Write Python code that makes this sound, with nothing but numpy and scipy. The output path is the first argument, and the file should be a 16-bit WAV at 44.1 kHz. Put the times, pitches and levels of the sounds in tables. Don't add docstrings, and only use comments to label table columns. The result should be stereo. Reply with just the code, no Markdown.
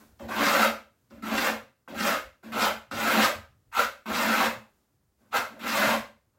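import sys
import numpy as np
from scipy import signal
from scipy.fft import rfft, irfft, next_fast_len
from scipy.io import wavfile
from scipy.ndimage import uniform_filter1d

SR = 44100
rng = np.random.default_rng(int(sys.argv[2]) if len(sys.argv) > 2 else 0)


def magnitude_from_level(level_db):
    exponent = np.asarray(level_db, float) / 20
    return 10 ** exponent


def inscribe(sig):
    pcm = np.round(np.clip(np.atleast_2d(sig).T, -1, 1) * 32767)
    wavfile.write(sys.argv[1], SR, pcm.astype(np.int16))


N = 281358


def evened(x):
    return x / np.sqrt(np.mean(x ** 2) + 1e-20)


def read(points, hz):
    f, value = np.transpose(points)
    return np.interp(np.log(hz + 1), np.log(f + 1), value)


def colour(x, gain):
    size = next_fast_len(x.shape[-1])
    spectrum = rfft(x, size) * gain(np.fft.rfftfreq(size, 1 / SR))
    return irfft(spectrum, size)[..., :x.shape[-1]]


def above(x, hz, order=4):
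    return signal.sosfilt(signal.butter(order, hz, "high", fs=SR, output="sos"), x)


def drift(per_s):
    rate = 40
    steps = rng.standard_normal(int(N / SR * rate) + 2)
    for _ in range(2):
        steps = uniform_filter1d(steps, int(rate / per_s))
    return np.interp(np.arange(N) / SR * rate, np.arange(len(steps)), evened(steps))


def ring(force, modes, wander_db=0):
    out = np.zeros(N)
    power = 0
    for k, (hz, width, db) in enumerate(modes):
        r = np.exp(-np.pi * width / SR)
        turn = np.exp(2j * np.pi * np.cumsum(hz * np.ones(N)) / SR)
        drive = force * magnitude_from_level(db + wander_db * drift(6))
        swing = turn * signal.lfilter([1 - r], [1, -r], drive / turn)
        out += (-1) ** k * 2 * swing.imag
        power += np.pi * width / SR * magnitude_from_level(2 * db)
    return out / np.sqrt(power)


def pair(a, b, same, hz):
    c = np.clip(read(same, hz), -1, 1)
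    return np.array([a, c * a + np.sqrt(1 - c ** 2) * b])


# frequency in Hz, level in dB per Hz.
AIR_COLOUR = [(90, -40), (150, -2), (220, 0), (430, -6), (850, -10.5), (1550, -13), (2700, -19),
              (4600, -19), (7200, -19), (9200, -21.5), (11700, -20.5), (15700, -21.5)]
# frequency in Hz, left-right likeness from -1 to 1.
AIR_LIKENESS = [(60, -0.075), (380, 0.73), (2380, -0.04), (15000, 0.5)]
# time in seconds, lift in dB.
AIR_SWELLS = [(0, 14.5), (.15, 3.5), (1.001, 0.5), (1.801, -5), (2.4, -2), (3.6, -1.5), (4.78, 1),
              (4.92, -2), (5.171, -4), (5.211, 1.5), (6.2, -3), (6.38, -3.5)]


def air():
    hz = np.fft.rfftfreq(2048, 1 / SR)[:, None]
    a, b, c, d = rng.standard_normal((N // 512 + 5, 1025, 4)).T
    z = pair(a + 1j * b, c + 1j * d, AIR_LIKENESS, hz) * magnitude_from_level(read(AIR_COLOUR, hz))
    noise = signal.istft(z, nperseg=2048, noverlap=1536)[1][:, :N]
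    swell_db = np.interp(np.arange(N) / SR, *np.transpose(AIR_SWELLS)) + drift(4.1)
    return magnitude_from_level(-71.5 + swell_db) * evened(noise)


# frequency in Hz, width in Hz, level in dB.
ROCKING_MODES = [(69, 27, 2), (119, 28, 2), (50.4, 20, -14.5), (86.5, 25, -6.5)]
# time in seconds, level in dB.
HAND_JOLTS = [
    (.22, -43.5),
    (1.13, -55),
    (1.9, -55),
    (2.23, -51.5),
    (2.93, -48.5),
    (3.35, -44.5),
    (3.5, -60),
    (4.1, -49.5),
    (5.38, -56),
    (5.86, -45.5),
]


def rocking(leaning):
    settle_s, hum_db = .05, -71.5
    keep = np.exp(-1 / (settle_s * SR))
    jolts = np.zeros(N)
    for s, db in HAND_JOLTS:
        jolts[round(s * SR)] = magnitude_from_level(db) / (1 - keep)
    hand = signal.lfilter([1 - keep], [1, -keep], leaning + jolts)
    push = np.hypot(hand, magnitude_from_level(hum_db))
    return ring(rng.standard_normal(N) * push, ROCKING_MODES, wander_db=4.5)


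def grit(per_s, spread_db, judder_db):
    size = magnitude_from_level(spread_db * np.minimum(rng.exponential(1, N), 4)) * rng.choice([-1., 1.], N)
    clicks = size * (rng.random(N) < per_s / SR)
    rushes = evened(signal.lfilter([1], [1, -.997], rng.standard_normal(N)))
    return evened(clicks) * magnitude_from_level(judder_db * rushes)


def lay(contact, curves, start, end, *columns):
    inside = slice(round(start * SR), round(end * SR))
    t = np.arange(N)[inside] / SR
    louder = columns[0][inside] > curves[0, inside]
    for row, column in zip(curves, columns):
        row[inside] = np.where(louder, (column + np.zeros(N))[inside], row[inside])
    edges = np.clip(np.minimum((t - start) / 0.0058, (end - t) / 0.007), 0, 1)
    contact[inside] = np.maximum(contact[inside], edges)


# start in seconds, length in seconds,
# hiss in dB, board bending in dB re hiss, board boom in dB re hiss.
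BLADE_CREEPS = [
    (0, 0.043, -63.5, -1.5, 13.5),
    (.191, 0.08, -52.5, 13, 16),
    (1.1, .135, -61.5, 0.5, 17.5),
    (1.875, .09, -50.5, 12, 16),
    (2.426, 0.14, -51.5, 2.5, 14),
    (5.197, 0.15, -80, 13.5, 20.5),
    (5.488, 0.23, -61.5, 13, 14),
    (6.33, 0.0861, -87, 15, 0.5),
]


def creep(contact, curves):
    t = np.arange(N) / SR
    for s, length, db, bending_db, boom_db in BLADE_CREEPS:
        hiss_db = db - 7.5 * (t - s) / length
        blade_db = 3.5 - 0.38 * (db + 56)
        chatter_hz, pan_db = 1150, 0
        lay(contact, curves, s, s + length, hiss_db, blade_db, bending_db, boom_db, chatter_hz, pan_db)


# bite in seconds, speeding up in seconds, lift in seconds,
# grit hiss at full speed in dB, last flick in dB.
BLADE_SWEEPS = [
    (.278, 0.2, 0.63, -28, 4),
    (1.223, 0.18, 1.47, -31, 2),
    (1.945, .12, 2.121, -28.5, -1),
    (2.52, 0.11, 2.648, -30, 3),
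    (2.909, .14, 3.247, -29, 4),
    (3.713, .075, 3.801, -29, 2),
    (4.055, .15, 4.455, -30, -0.5),
    (5.311, 0.044, 5.368, -33, 3),
    (5.592, 0.17, 5.926, -28, -2.5),
]
# blade ring in dB re hiss, board bending in dB re hiss,
# board boom in dB re hiss, blade chatter in Hz, left-right balance in dB.
SWEEP_GRIPS = [(7.5, 0.5, -3, 1260, 0.5), (4.5, -1.5, -1, 1220, -0.5), (4.5, -2, -4, 1323, 0.5),
               (8, -1.5, -6, 1360, -0.5), (5, -1, -3.5, 1290, 0), (8, -4.5, -15, 1350, 1.5),
               (5.5, -3, -4, 1220, -1), (11, -3.5, -12.5, 1250, 0), (4.5, -0.5, -5.5, 1280, 0.5)]
# bite in dB re full speed, share of the slow start the board ignores
# (up to 1; below 0 the board loads late), heaviest lean in seconds.
SWEEP_LEANS = [(-16, .6, 0.87), (-13, 0.5, 1.28), (-17, 0.36, 2.025), (-13, 0.5, 2.63), (-14, 0.92, 3.15),
               (-35, -.2, 3.82), (-13.5, 0.8, 4.26), (-31.5, -.4, 5.42), (-20.5, 0.35, 5.8)]


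def sweep(contact, curves):
    flick_s, lift_s, lean_s = 0.04, .1, 0.061
    t = np.arange(N) / SR
    for (s, rise, lift, db, flick_db), grip, (bite_db, lag, lean_at) in zip(BLADE_SWEEPS, SWEEP_GRIPS, SWEEP_LEANS):
        blade_db, bending_db, boom_db, hz, pan_db = grip
        bite = magnitude_from_level(bite_db)
        speed = bite + (1 - bite) * np.clip((t - s) / rise, 0, 1) ** 1.47
        slow_db = 20 * np.log10(speed)
        flick = np.exp(-np.maximum(lift - t, 0) / flick_s)
        after = np.maximum(t - lift, 0)
        lean = np.exp(-((t - lean_at) / lean_s) ** 2)
        hiss_db = db + slow_db + flick_db * flick - 240 * after * (1 + 4.2 * after)
        blade_db = blade_db - 79.5 * after
        bending_db = bending_db + 3.5 * flick ** 1.2 - (lag - .45) * slow_db
        boom_db = boom_db - lag * slow_db - flick_db * flick + 5 * lean + 60.5 * after
        chatter_hz = hz + 90 * (flick - .5)
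        lay(contact, curves, s, lift + lift_s, hiss_db, blade_db, bending_db, boom_db, chatter_hz, pan_db)


def blade_motion():
    contact = np.zeros(N)
    curves = np.zeros((6, N)) + [[-120], [0], [0], [0], [1200], [0]]
    creep(contact, curves)
    sweep(contact, curves)
    curves[4] += 72.4 * drift(10)
    curves[5] += 1.5 * drift(11)
    return contact, curves


# frequency in Hz, level in dB per Hz.
GRIT_COLOUR = [(1000, -35.5), (1700, 2), (2050, -1.5), (2250, -6), (2710, -3), (2980, -9), (3970, -8.5),
               (5560, -13.5), (7700, -15.5), (9200, -23.5), (12100, -16), (15100, -18.5), (15800, -22.5)]


def grit_hiss(pressed, force):
    def gain(hz):
        return magnitude_from_level(read(GRIT_COLOUR, hz))
    return magnitude_from_level(0.36) * colour(pressed, gain) / np.std(colour(force, gain))


# frequency in Hz, width in Hz, level in dB.
SCRAPING_EDGE = [(2078, 130, -5.5), (2485, 20, -4.5), (2507, 29, -10.5), (3130, 37, -0.5)]


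def edge_ring(pressed):
    return magnitude_from_level(-10) * above(ring(pressed, SCRAPING_EDGE, wander_db=1.5), 1700)


# frequency in Hz, width in Hz, level in dB.
BLADE_MODES = [(874, 77, -10), (887, 29, -8.5), (1048, 170, -13), (1194, 16, -11.5), (1365, 77, -6),
               (1552, 70, -4), (1660, 53, -15.5), (1250, 840, -13)]


def blade_ring(force, chatter_hz):
    blade = above(ring(force, [*BLADE_MODES, (chatter_hz, 260, -1.5)], wander_db=.8), 600)
    return signal.sosfilt(signal.butter(2, 1900, fs=SR, output="sos"), blade)


# frequency in Hz, width in Hz, level in dB.
BOARD_BENDING = [(427, 76, -6.5), (528.5, 11, -5), (564.3, 28, 6), (613, 39, -17), (649, 100, -9),
                 (656, 67, -4.5), (785, 9, -24.5), (542, 353, -3)]


def board_bending(force):
    return above(ring(force, BOARD_BENDING, wander_db=.8), 360)


# frequency in Hz, width in Hz, level in dB.
BOARD_BOOM = [(223, 9, 0), (291, 18, -12), (345, 30, -19), (176, 14, -20), (255, 40, -22)]


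def board_boom(force):
    return above(ring(force, BOARD_BOOM, wander_db=0.8), 210)


# time in seconds, peak in dB, board share in dB.
EDGE_TOUCHES = [(0.196, -41, 8.5), (0.28, -36, -16), (1.108, -42, 9), (1.229, -46, 15.5),
                (1.877, -34.5, -3.5), (2.429, -36.5, -14), (2.525, -34, -33), (2.913, -24.5, -0.5),
                (4.058, -27, -2.5), (5.328, -32, -30), (5.596, -40, 1)]


def touches():
    blade_taps, board_taps = np.zeros((2, N))
    for s, db, board_db in EDGE_TOUCHES:
        blade_taps[round(s * SR)] = magnitude_from_level(db + 18.5)
        board_taps[round(s * SR)] = magnitude_from_level(db + board_db + 14.0)
    return blade_taps, board_taps


def trowel():
    contact, (hiss_db, blade_db, bending_db, boom_db, chatter_hz, pan_db) = blade_motion()
    force = grit(per_s=8300, spread_db=3.0, judder_db=.9)
    blade_taps, board_taps = touches()
    pressed = force * contact * magnitude_from_level(hiss_db)
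    scrape = grit_hiss(pressed, force) + edge_ring(pressed)
    scrape += blade_ring(pressed * magnitude_from_level(blade_db) + blade_taps, chatter_hz)
    scrape += board_bending(pressed * magnitude_from_level(bending_db) + board_taps)
    boom = board_boom(pressed * magnitude_from_level(boom_db) + board_taps)
    leaning = contact * magnitude_from_level(-55.5 + .2 * (hiss_db + 32))
    return scrape, boom, uniform_filter1d(pan_db, 2000), leaning


# frequency in Hz, time to fall 60 dB in seconds.
ROOM_DECAY = [(150, .36), (400, .31), (1040, .31), (2760, .32), (7280, .3), (14000, .28)]
# frequency in Hz, left-right likeness from -1 to 1.
ROOM_LIKENESS = [(60, .4), (130, .6), (290, .9), (640, .66), (1410, .33), (3100, .13), (6820, 0),
                 (15000, -.03)]


def tail():
    length, scatter = SR // 2, 90
    taps = np.zeros((2, length))
    slots = np.arange(scatter, length - 12, 12)
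    at = slots + rng.integers(0, 12, (2, (length - scatter - 1) // 12))
    np.put_along_axis(taps, at, rng.choice([-1., 1.], at.shape), 1)
    hz, lag, z = signal.stft(taps, SR, nperseg=256)
    fall_db = -60 * lag / read(ROOM_DECAY, hz)[:, None]
    z = pair(*z, ROOM_LIKENESS, hz[:, None]) * np.hypot(magnitude_from_level(fall_db), magnitude_from_level(-53 + .45 * fall_db))
    late = signal.istft(z, SR, nperseg=256)[1][:, :length]
    late *= np.cos(np.arange(length) * np.pi / SR) ** 0.12
    late[:, :scatter] = 0
    late /= np.linalg.norm(late[0])
    fade = np.exp(-np.arange(scatter) / 12)
    late[:, :scatter] = magnitude_from_level(-5.5) * rng.standard_normal((2, scatter)) * fade / 1.93
    return late


def room(scrape, low, pan_db, count=11):
    place = np.arange(N) / SR / .028
    echoes = np.zeros((2, N))
    for k in range(count):
        away = (place - k + count / 2) % count - count / 2
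        turn = np.cos(np.pi / 2 * np.clip(away, -1, 1))
        sent = (scrape + 0.36 * low) * turn
        echoes += signal.fftconvolve(sent[None], tail(), axes=1)[:, :N]
    side = magnitude_from_level(np.outer([.5, -.5], pan_db))
    return side * (magnitude_from_level(-9.0) * scrape + magnitude_from_level(0.61) * echoes) + low


def scene():
    scrape, boom, pan_db, leaning = trowel()
    return room(scrape, boom + rocking(leaning), pan_db) + air()


def top_cut(x):
    return signal.sosfilt(signal.butter(12, 16790, fs=SR, output="sos"), x)


# frequency in Hz, left-right balance in dB.
MICROPHONE_BALANCE = [(40, 0), (130, -.5), (260, -1.2), (600, .4), (1300, 1), (2800, .1), (5500, .7),
                      (9000, -.6), (14000, -2.6)]


def record(dry):
    def microphone(x, half):
        return colour(x, lambda hz: magnitude_from_level(half * read(MICROPHONE_BALANCE, hz)) * (hz < 15850))
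    left, right = above(dry, 36, order=2)
    mix = np.array([microphone(left, .5), microphone(right, -.5)])
    return top_cut(mix)


dry = scene()
out = record(dry)
inscribe(out)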